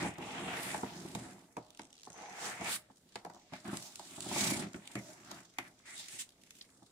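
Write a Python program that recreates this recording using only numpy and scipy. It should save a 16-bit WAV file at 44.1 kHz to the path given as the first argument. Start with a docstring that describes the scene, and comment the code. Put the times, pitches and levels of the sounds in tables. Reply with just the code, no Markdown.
"""In a quiet room, a cardboard carton is lifted out of foam packing peanuts and set down on the outer box's flap.
Peanuts rustle, tick, creak and squeak: noise under a gate of tiny contacts, short bursts and noisy tones.
Card drags on card with a fibrous rasp, made from gated noise that is brighter when the rubbing is harder.
Each knock and bump shakes the card's panels, heard as dull drumming from ringing filters."""
import sys
import numpy as np
from scipy import signal
from scipy.fft import rfft, irfft
from scipy.io import wavfile

SR = 44100
rng = np.random.default_rng(int(sys.argv[2]) if len(sys.argv) > 2 else 0)


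def persist_wave(psi):
    """Save psi, clipped to +-1, as 16-bit WAV."""
    counts = np.round(np.clip(psi, -1, 1) * 32767).astype(np.int16)
    wavfile.write(sys.argv[1], SR, np.atleast_2d(counts).T)


N = 304731

# All dB in the tables are levels going in; the filters that follow change them.
# Strokes of hand and carton. Each row: start of full force in seconds, rise, hold and fall in seconds,
# then foam, card fibre, panel and wall levels in dB.
STROKES = [(0.0, .05, 0.061, 0.079, -54.5, -46, -44, -42),
           (0.222, 0.075, 0.23, 0.61, -62.5, -58, -51.5, -54),
           (0.497, 0.43, 0.065, 0.42, -62.5, -48, -49.5, -57.5),
           (0.645, 0.28, 0.021, 0.4, -49.5, -60, -52.5, -61), (0.968, 1, 0.3, 0.28, -62, -66.5, -62.5, -56),
           (2.198, 0.12, 0.039, 0.31, -66, -60.5, -54, -67.5),
           (2.454, 0.15, 0.023, 0.15, -49, -49, -48.5, -60.5),
           (2.664, 0.15, 0.026, 0.081, -51, -45, -47.5, -56.5),
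           (2.719, 0.098, 0.042, 0.022, -41.5, -53, -71, -69),
           (3.542, 0.056, 0.02, 0.12, -66.5, -59.5, -70, -80),
           (3.652, 0.012, 0.1, 0.089, -65, -57, -59, -52),
           (3.72, 0.036, 0.16, 0.05, -56.5, -85, -64.5, -86),
           (4.1, 0.81, 0.077, 0.11, -58, -68, -71.5, -69),
           (4.388, 0.18, 0.11, 0.11, -39.5, -49.5, -47, -43),
           (4.548, 0.068, 0.087, 0.061, -57.5, -55.5, -54.5, -45),
           (4.972, 0.7, 0.16, 0.11, -63, -69, -67, -66),
           (5.307, 0.32, 0.079, 0.095, -65.5, -61.5, -63.5, -63.5),
           (5.658, 0.12, 0.016, 0.053, -73, -62.5, -68, -75),
           (5.875, 0.04, 0.025, 0.33, -60, -62, -71, -77),
           (5.992, 0.097, 0.016, 0.12, -53.5, -65, -68, -73),
           (6.119, 0.097, 0.047, 0.035, -55, -66, -72, -73),
           (6.192, 0.012, 0.025, 0.031, -45.5, -63, -89, -77),
           (6.576, 0.26, 0.018, 0.06, -67, -98, -102, -96)]
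# Faint stirring between strokes: foam, card fibre, panel and wall levels in dB.
AT_REST_DB = [-73.5, -82, -85.5, -79.5]
SWING_DB = 20   # gained over each rise time, lost over each fall time
TOUCH_S = 0.001   # a rubbing contact builds up over this time

# Knocks on the card. Each row: start in seconds, then panel, wall, bright crack and papery slap levels in dB.
KNOCKS = [(0.182, -41, -44.5, -48, -62), (0.744, -28.5, -42, -56, -40), (1.149, -35, -39.5, -37.5, -46),
          (1.567, -34, -48, -47, -47), (1.793, -43, -52, -47, -47), (2.61, -34.5, -48, -51, -61),
          (3.1558, -36.5, -56.5, -40, -45), (3.248, -38.5, -53, -49, -53), (3.298, -44, -72, -56, -60),
          (3.534, -42.5, -53.5, -49.5, -46.5), (3.994, -42, -61.5, -44, -56), (4.312, -35, -45.5, -56, -48),
          (4.742, -58.5, -43, -63, -45.5), (4.953, -55, -38, -41, -39), (5.313, -43, -50, -42.5, -45),
          (5.584, -36, -51, -36, -34.5)]
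SETTLE_DB = -23.5   # the flaps' long after-rattle, relative to the knock
SLAP_TAIL_DB = -12.5   # the slap's papery tail, relative to its snap
# Soft bumps with no snap, only the card's own ring. Each row: start in seconds, panel and wall levels in dB.
BUMPS = [(0.831, -31.5, -38.5), (1.047, -55, -43.5), (1.577, -40, -50), (2.07, -43.5, -53),
         (2.101, -66, -52), (3.264, -43.5, -51), (3.345, -52, -57), (3.363, -50.5, -71), (2.899, -53, -58),
         (3.522, -49, -46), (3.678, -39.5, -41), (3.729, -38.5, -38.5), (4.179, -42.5, -45),
         (4.26, -41, -39.5), (4.359, -33, -41), (4.517, -40, -33.5), (6.822, -58, -54)]
BUMP_T60_S = 0.071   # time for a bump's push on the walls to fade by 60 dB

# The carton's panels. Each row: pitch in Hz, level in dB, time to fade by 60 dB in seconds.
PANEL_MODES = [(123.4, -7, 0.12), (174.1, -4, 0.16), (202.4, 1, 0.055), (260.2, -0.5, 0.044),
               (309, -12.5, 0.017), (614, -14.5, 0.6), (727, -1.5, 0.017), (829, 0.5, 0.011)]
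# The panel that rings only until the carton rests on it: pitch in Hz, level in dB, 60 dB fade in seconds.
FREE_PANEL = (459, -5.5, 0.057)
SET_DOWN_S = 3.3
# The card hardly rings between walls and flaps: lower and upper edge of this gap in Hz.
GAP_HZ = [420.6, 528.6]
WALL_TOP_HZ, FLAP_TOP_HZ = 520, 1170   # walls drive the modes below the first; panels weaken above the second

# Tone colour of the foam. Each row: frequency in Hz, relative level in dB.
FOAM_COLOUR = [(1500, -11.5), (3500, -0.5), (5500, -1.5), (7800, 0.5), (10000, -4.5), (12000, -14.5),
               (15500, -16.5)]
BRIGHT_HZ, BRIGHT_PER_DB = 6900, 0.1421   # treble above this gains this many dB per dB of harder rubbing
JUDDER_PEAK_S, JUDDER_GAP_S, JUDDER_DB = 4.412, 0.0318, 4   # the hardest stroke stutters up and down
# Lone peanuts ticking. Each row: start in seconds, level in dB.
TICKS = [(1.704, -47), (1.7727, -49), (1.9786, -52), (2.0326, -48.5), (3.335, -55), (3.346, -52),
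         (6.29, -48), (6.304, -55), (2.22, -51), (3.77, -32.5), (3.824, -41), (3.956, -36), (4.205, -34),
         (4.732, -46), (4.874, -38), (6.0832, -39.5), (6.435, -49), (6.5061, -44), (6.623, -51)]
# Slow creaks as foam sticks and slips against the card. Each row: start and end in seconds, level in dB.
CREAKS = [(1.727, 2.195, -60)]
# Pitches in Hz at which a slipping peanut rings.
PEANUT_HZ = [2800, 6100, 8150]
PEANUT_T60_S, SLIP_GAP_S = 0.0017, 0.014   # the peanut's 60 dB fade; the typical gap between slips
# Pressed foam and card sing as they slide. Each row: start and end in seconds, pitch in Hz, level in dB.
SQUEAKS = [(2.1, 2.36, 6300, -59), (2.15, 2.552, 810, -56), (4.31, 4.604, 2300, -44),
           (4.343, 4.65, 9800, -49.5), (5.875, 5.955, 2010, -52.5), (5.955, 6.018, 3700, -50.5),
           (6.187, 6.23, 6300, -59), (6.61, 6.618, 4200, -43), (4.358, 4.4, 620, -44),
           (4.956, 5.16, 635, -57), (4.955, 5.005, 2150, -47)]

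# Tone colour of the dragged card. Each row: frequency in Hz, relative level in dB.
CARD_COLOUR = [(500, -22), (1100, -2), (2200, 2), (3500, -7), (5500, -18), (12000, -58)]
RASP_TOP_HZ, FULL_RASP_DB = 2530, -57   # drags lighter than this level lose some of what lies above this pitch

# Tone colour of the quiet room. Each row: frequency in Hz, relative level in dB.
ROOM_COLOUR = [(30, -3.5), (259, -7), (486, -10), (649, -15), (1220, -33), (8080, -39), (16000, -37)]
ROOM_DB = -71
# How alike left and right are. Each row: frequency in Hz, likeness (1 same, 0 unrelated, below 0 opposed).
LIKENESS = [(60, 1), (380, 0.93), (2380, -0.07), (15000, -0.033)]
# Balance of the two sides. Each row: frequency in Hz, left over right in dB.
LEFT_LEAD = [(60, -1), (380, -1), (2380, 1), (15000, -5)]
MIC_BASS_HZ, TOP_CUT_HZ = 89, 16350   # bass thins out below the first; the top is 60 dB down from the second


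def from_db(db):
    """Turn a level in dB into a multiplier."""
    return 10 ** (np.asarray(db) / 20)


def rms_one(x):
    """Scale a sound to an average strength (rms) of one."""
    return x / np.sqrt(np.mean(x ** 2) + 1e-20)


def at_hz(points, hz):
    """Read between the rows of a frequency table, with pitch on a log scale."""
    table = np.array(points)
    return np.interp(np.log(hz), np.log(table[:, 0]), table[:, 1])


def butter(x, order, hz, kind="low"):
    """Pass a sound through a plain filter."""
    return signal.sosfilt(signal.butter(order, hz, kind, fs=SR, output="sos"), x)


def butter_in_step(x, order, hz, kind="low"):
    """Filter forwards and backwards, so that the result stays in step with the input."""
    return signal.sosfiltfilt(signal.butter(order, hz, kind, fs=SR, output="sos"), x)


def shaped(x, db_at, size=2048):
    """Filter to a wanted level at each frequency, with no sound ahead of its cause (minimum phase)."""
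    cepstrum = irfft(np.log(from_db(db_at(np.fft.rfftfreq(size, 1 / SR) + 1))))
    # folding the second half onto the first gives minimum phase
    cepstrum[1:size // 2] *= 2
    cepstrum[size // 2 + 1:] = 0
    response = irfft(np.exp(rfft(cepstrum)))
    return signal.oaconvolve(np.atleast_2d(x), response[None], axes=1)[:, :N]


def coloured(x, spectrum):
    """Give a sound a tone colour, keeping the strength that white noise would have."""
    power = np.mean(from_db(at_hz(spectrum, np.linspace(1, SR / 2, 999))) ** 2)
    return shaped(x, lambda hz: at_hz(spectrum, hz)) / np.sqrt(power)


def fading(x, time_s):
    """Let each impulse fade smoothly, to about a third in the given time."""
    return signal.lfilter([1], [1, -np.exp(-1 / (time_s * SR))], x)


def ring(x, hz, t60):
    """Ring like a struck panel: a click sets off a fading tone, and a steady push gives none."""
    radius = from_db(-60 / (t60 * SR))
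    angle = 2 * np.pi * hz / SR
    return signal.lfilter([.5, 0, -.5], [1, -2 * radius * np.cos(angle), radius * radius], x + 1e-18)


def ring_mode(push, hz, level_db, t60):
    """Ring one panel mode, evened out so that long rings do not outweigh short ones."""
    return from_db(level_db) * ring(push, hz, t60) / np.sqrt(t60 * SR / 14)


def contacts(level_db, per_s, spread_db, length_s, bed):
    """Rub: small uneven contacts gate two unrelated noises; hard rubbing blurs them into a smooth bed."""
    sizes = from_db(spread_db * np.minimum(rng.exponential(1, N), 3.2))
    hits = sizes * (rng.random(N) < per_s / SR)
    gate = fading(fading(hits, length_s), TOUCH_S)
    blur = bed * from_db(0.54 * (level_db + 58.0))
    envelope = (blur + rms_one(gate)) / np.sqrt(1 + blur ** 2)
    return from_db(level_db) * envelope * rng.standard_normal((2, N))


def bursts(seconds, level_db, t60):
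    """Strike: at each time, noise starts suddenly and dies away."""
    gate = np.zeros(N)
    gate[np.round(seconds * SR).astype(int)] = from_db(level_db)
    gate = signal.lfilter([1], [1, -from_db(-60 / (t60 * SR))], gate + 1e-18)
    # soft materials take about a millisecond to meet
    gate = signal.lfilter([1 / 30], [1, 1 / 30 - 1], gate)
    return gate * rng.standard_normal((2, N))


def room_floor():
    """The quiet room is steady noise with a tone colour of its own."""
    return from_db(ROOM_DB) * coloured(rng.standard_normal((2, N)), ROOM_COLOUR)


def effort():
    """Rubbing levels in dB of the four layers: every stroke swells, holds and lets go; powers add."""
    t = np.arange(0, N, 32) / SR
    power = from_db(AT_REST_DB)[:, None] ** 2
    for s, rise, hold, fall, *levels_db in STROKES:
        away = np.maximum((s - t) / rise, 0) + np.maximum((t - s - hold) / fall, 0)
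        power = power + from_db(np.array(levels_db)[:, None] - SWING_DB * away) ** 2
    return [np.interp(np.arange(N) / SR, t, 10 * np.log10(p)) for p in power]


def rustle(foam_db):
    """Peanuts rub, brighter under force, creak and tick; each knock adds a short bright crack."""
    rub = judder(contacts(foam_db, per_s=400, spread_db=14.5, length_s=0.0029, bed=3.2))
    top = butter_in_step(rub, 2, BRIGHT_HZ, "high")
    rub += top * (from_db(BRIGHT_PER_DB * (foam_db - np.mean(foam_db))) - 1)
    s, _, _, crack_db, _ = np.transpose(KNOCKS)
    cracks = bursts(s, crack_db, 0.02)
    ticks = bursts(*np.transpose(TICKS), 0.011)
    return coloured(rub + creak() + cracks + ticks, FOAM_COLOUR)


def scrape(fibre_db):
    """Fibres catch as card drags on card, brighter under force; a knock adds a papery slap with a short tail."""
    rub = contacts(fibre_db, per_s=270, spread_db=4.5, length_s=0.0025, bed=1.8)
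    dull = butter_in_step(rub, 4, RASP_TOP_HZ)
    rub = dull + (rub - dull) * from_db(.5 * np.minimum(fibre_db - FULL_RASP_DB, 0))
    s, *_, slap_db = np.transpose(KNOCKS)
    slaps = bursts(s, slap_db, 0.023) + bursts(s, slap_db + SLAP_TAIL_DB, 0.13)
    return coloured(rub + slaps, CARD_COLOUR)


def panels(panel_db, wall_db):
    """Drags, knocks and bumps set panels ringing: thick walls at low pitches, thin flaps at higher ones."""
    walls = contacts(wall_db, per_s=90, spread_db=5.0, length_s=0.012, bed=1.7)
    flaps = contacts(panel_db, per_s=100, spread_db=-1.0, length_s=0.002, bed=2.3)
    s, knock_db, thud_db, *_ = np.transpose(KNOCKS)
    walls += bursts(s, thud_db, 0.17)
    # a knock is a short rattle, then the card settles
    flaps += bursts(s, knock_db, 0.037) + bursts(s, knock_db + SETTLE_DB, 0.59)
    s, knock_db, thud_db = np.transpose(BUMPS)
    flaps += bursts(s, knock_db, 0.04)
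    walls += bursts(s, thud_db, BUMP_T60_S)

    body = 0
    for hz, level_db, t60 in PANEL_MODES:
        push = walls if hz < WALL_TOP_HZ else flaps
        body = body + ring_mode(push, hz, level_db, t60)
    body = butter(body, 2, GAP_HZ, "stop")
    before_rest = np.arange(N) < SET_DOWN_S * SR
    body += ring_mode(flaps * before_rest, *FREE_PANEL)
    return butter(body, 2, FLAP_TOP_HZ)


def patchy(x, depth_db, step_s):
    """Half-octave bands swell and fade on their own as the rubbing spots change."""
    edges = 900 * 2 ** (np.arange(10) / 2)
    out, chance = 0, rng.standard_normal((9, 200))
    for k in range(9):
        wander = np.interp(np.arange(N) / SR / step_s, np.arange(200), chance[k])
        band = butter(x, 2, edges[k:k + 2], "band")
        # neighbours meet in opposite phase
        out = out + (-1) ** k * from_db(depth_db * wander) * band
    return out


def creak():
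    """Foam sticks and slips at uneven gaps; each slip is a very short burst that rings the peanut."""
    chance = rng.standard_normal((200, 2))
    s = np.cumsum(SLIP_GAP_S * np.exp(0.52 * chance[:, 0]))
    level_db = np.zeros(200)   # 0 marks a slip outside every creak
    for start, end, db in CREAKS:
        level_db += np.where((s > start) & (s < end), db + 4 * chance[:, 1], 0)
    inside = level_db < 0
    slips = bursts(s[inside], level_db[inside], 0.012)
    return sum(ring(slips, hz, PEANUT_T60_S) for hz in PEANUT_HZ) / 2


def squeeze():
    """Squeaks: slow noise carried on a tone that sags as the foam gives way; brief ones are broader."""
    out = np.zeros((2, N))
    for start, end, hz, db in SQUEAKS:
        at = round(start * SR)
        t = np.arange(round((end - start) * SR)) / SR
        width_hz = 0.036 * hz + 5.6 / (end - start)
        slow = rms_one(butter(rng.standard_normal((2, SR)), 2, width_hz))[:, :len(t)]
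        tone = np.cos(2 * np.pi * hz * t * (1 - 0.05 * t))
        swell = signal.windows.tukey(len(t), .4)
        out[:, at:at + len(t)] += from_db(db) * swell * slow * tone
    return out


def judder(rub):
    """The hardest foam stroke stutters: its level swings evenly for a little over a fifth of a second."""
    since = np.arange(N) / SR - JUDDER_PEAK_S
    active = abs(since - 1 / 10) < 1 / 9
    return rub * from_db(JUDDER_DB * np.cos(2 * np.pi * since / JUDDER_GAP_S) * active)


def room(x):
    """The box and the walls return a short, scattered tail, made of fading noise."""
    t = np.arange(SR // 4) / SR
    tail = rng.standard_normal((2, len(t))) * from_db(-60 * t / 0.15) * (t > .003)
    return x + from_db(-36.0) * signal.fftconvolve(x, tail, axes=1)[:, :N]


def ports(pair):
    """Two microphone ports hear the bass alike and the treble each in its own way."""
    def alike(hz):
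        return np.clip(at_hz(LIKENESS, hz), -.98, .98)

    mid = shaped(pair[0], lambda hz: 10 * np.log10((1 + alike(hz)) / 2))[0]
    side = shaped(pair[1], lambda hz: 10 * np.log10((1 - alike(hz)) / 2))[0]
    left = shaped(mid + side, lambda hz: at_hz(LEFT_LEAD, hz) / 2)
    right = shaped(mid - side, lambda hz: -at_hz(LEFT_LEAD, hz) / 2)
    return np.vstack([left, right])


def scene():
    """Foam, card and panels sound in the room, over its quiet floor."""
    foam_db, fibre_db, panel_db, wall_db = effort()
    friction = patchy(rustle(foam_db) + scrape(fibre_db), depth_db=3.5, step_s=.09)
    box = friction + panels(panel_db, wall_db) + squeeze()
    return ports(room(box) + room_floor())


def record(dry):
    """The microphone thins out the bass, and the very top is cut."""
    dry = butter(dry, 1, MIC_BASS_HZ, "high")
    return signal.sosfilt(signal.cheby2(14, 60, TOP_CUT_HZ, fs=SR, output="sos"), dry)


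dry = scene()
out = record(dry)
persist_wave(out)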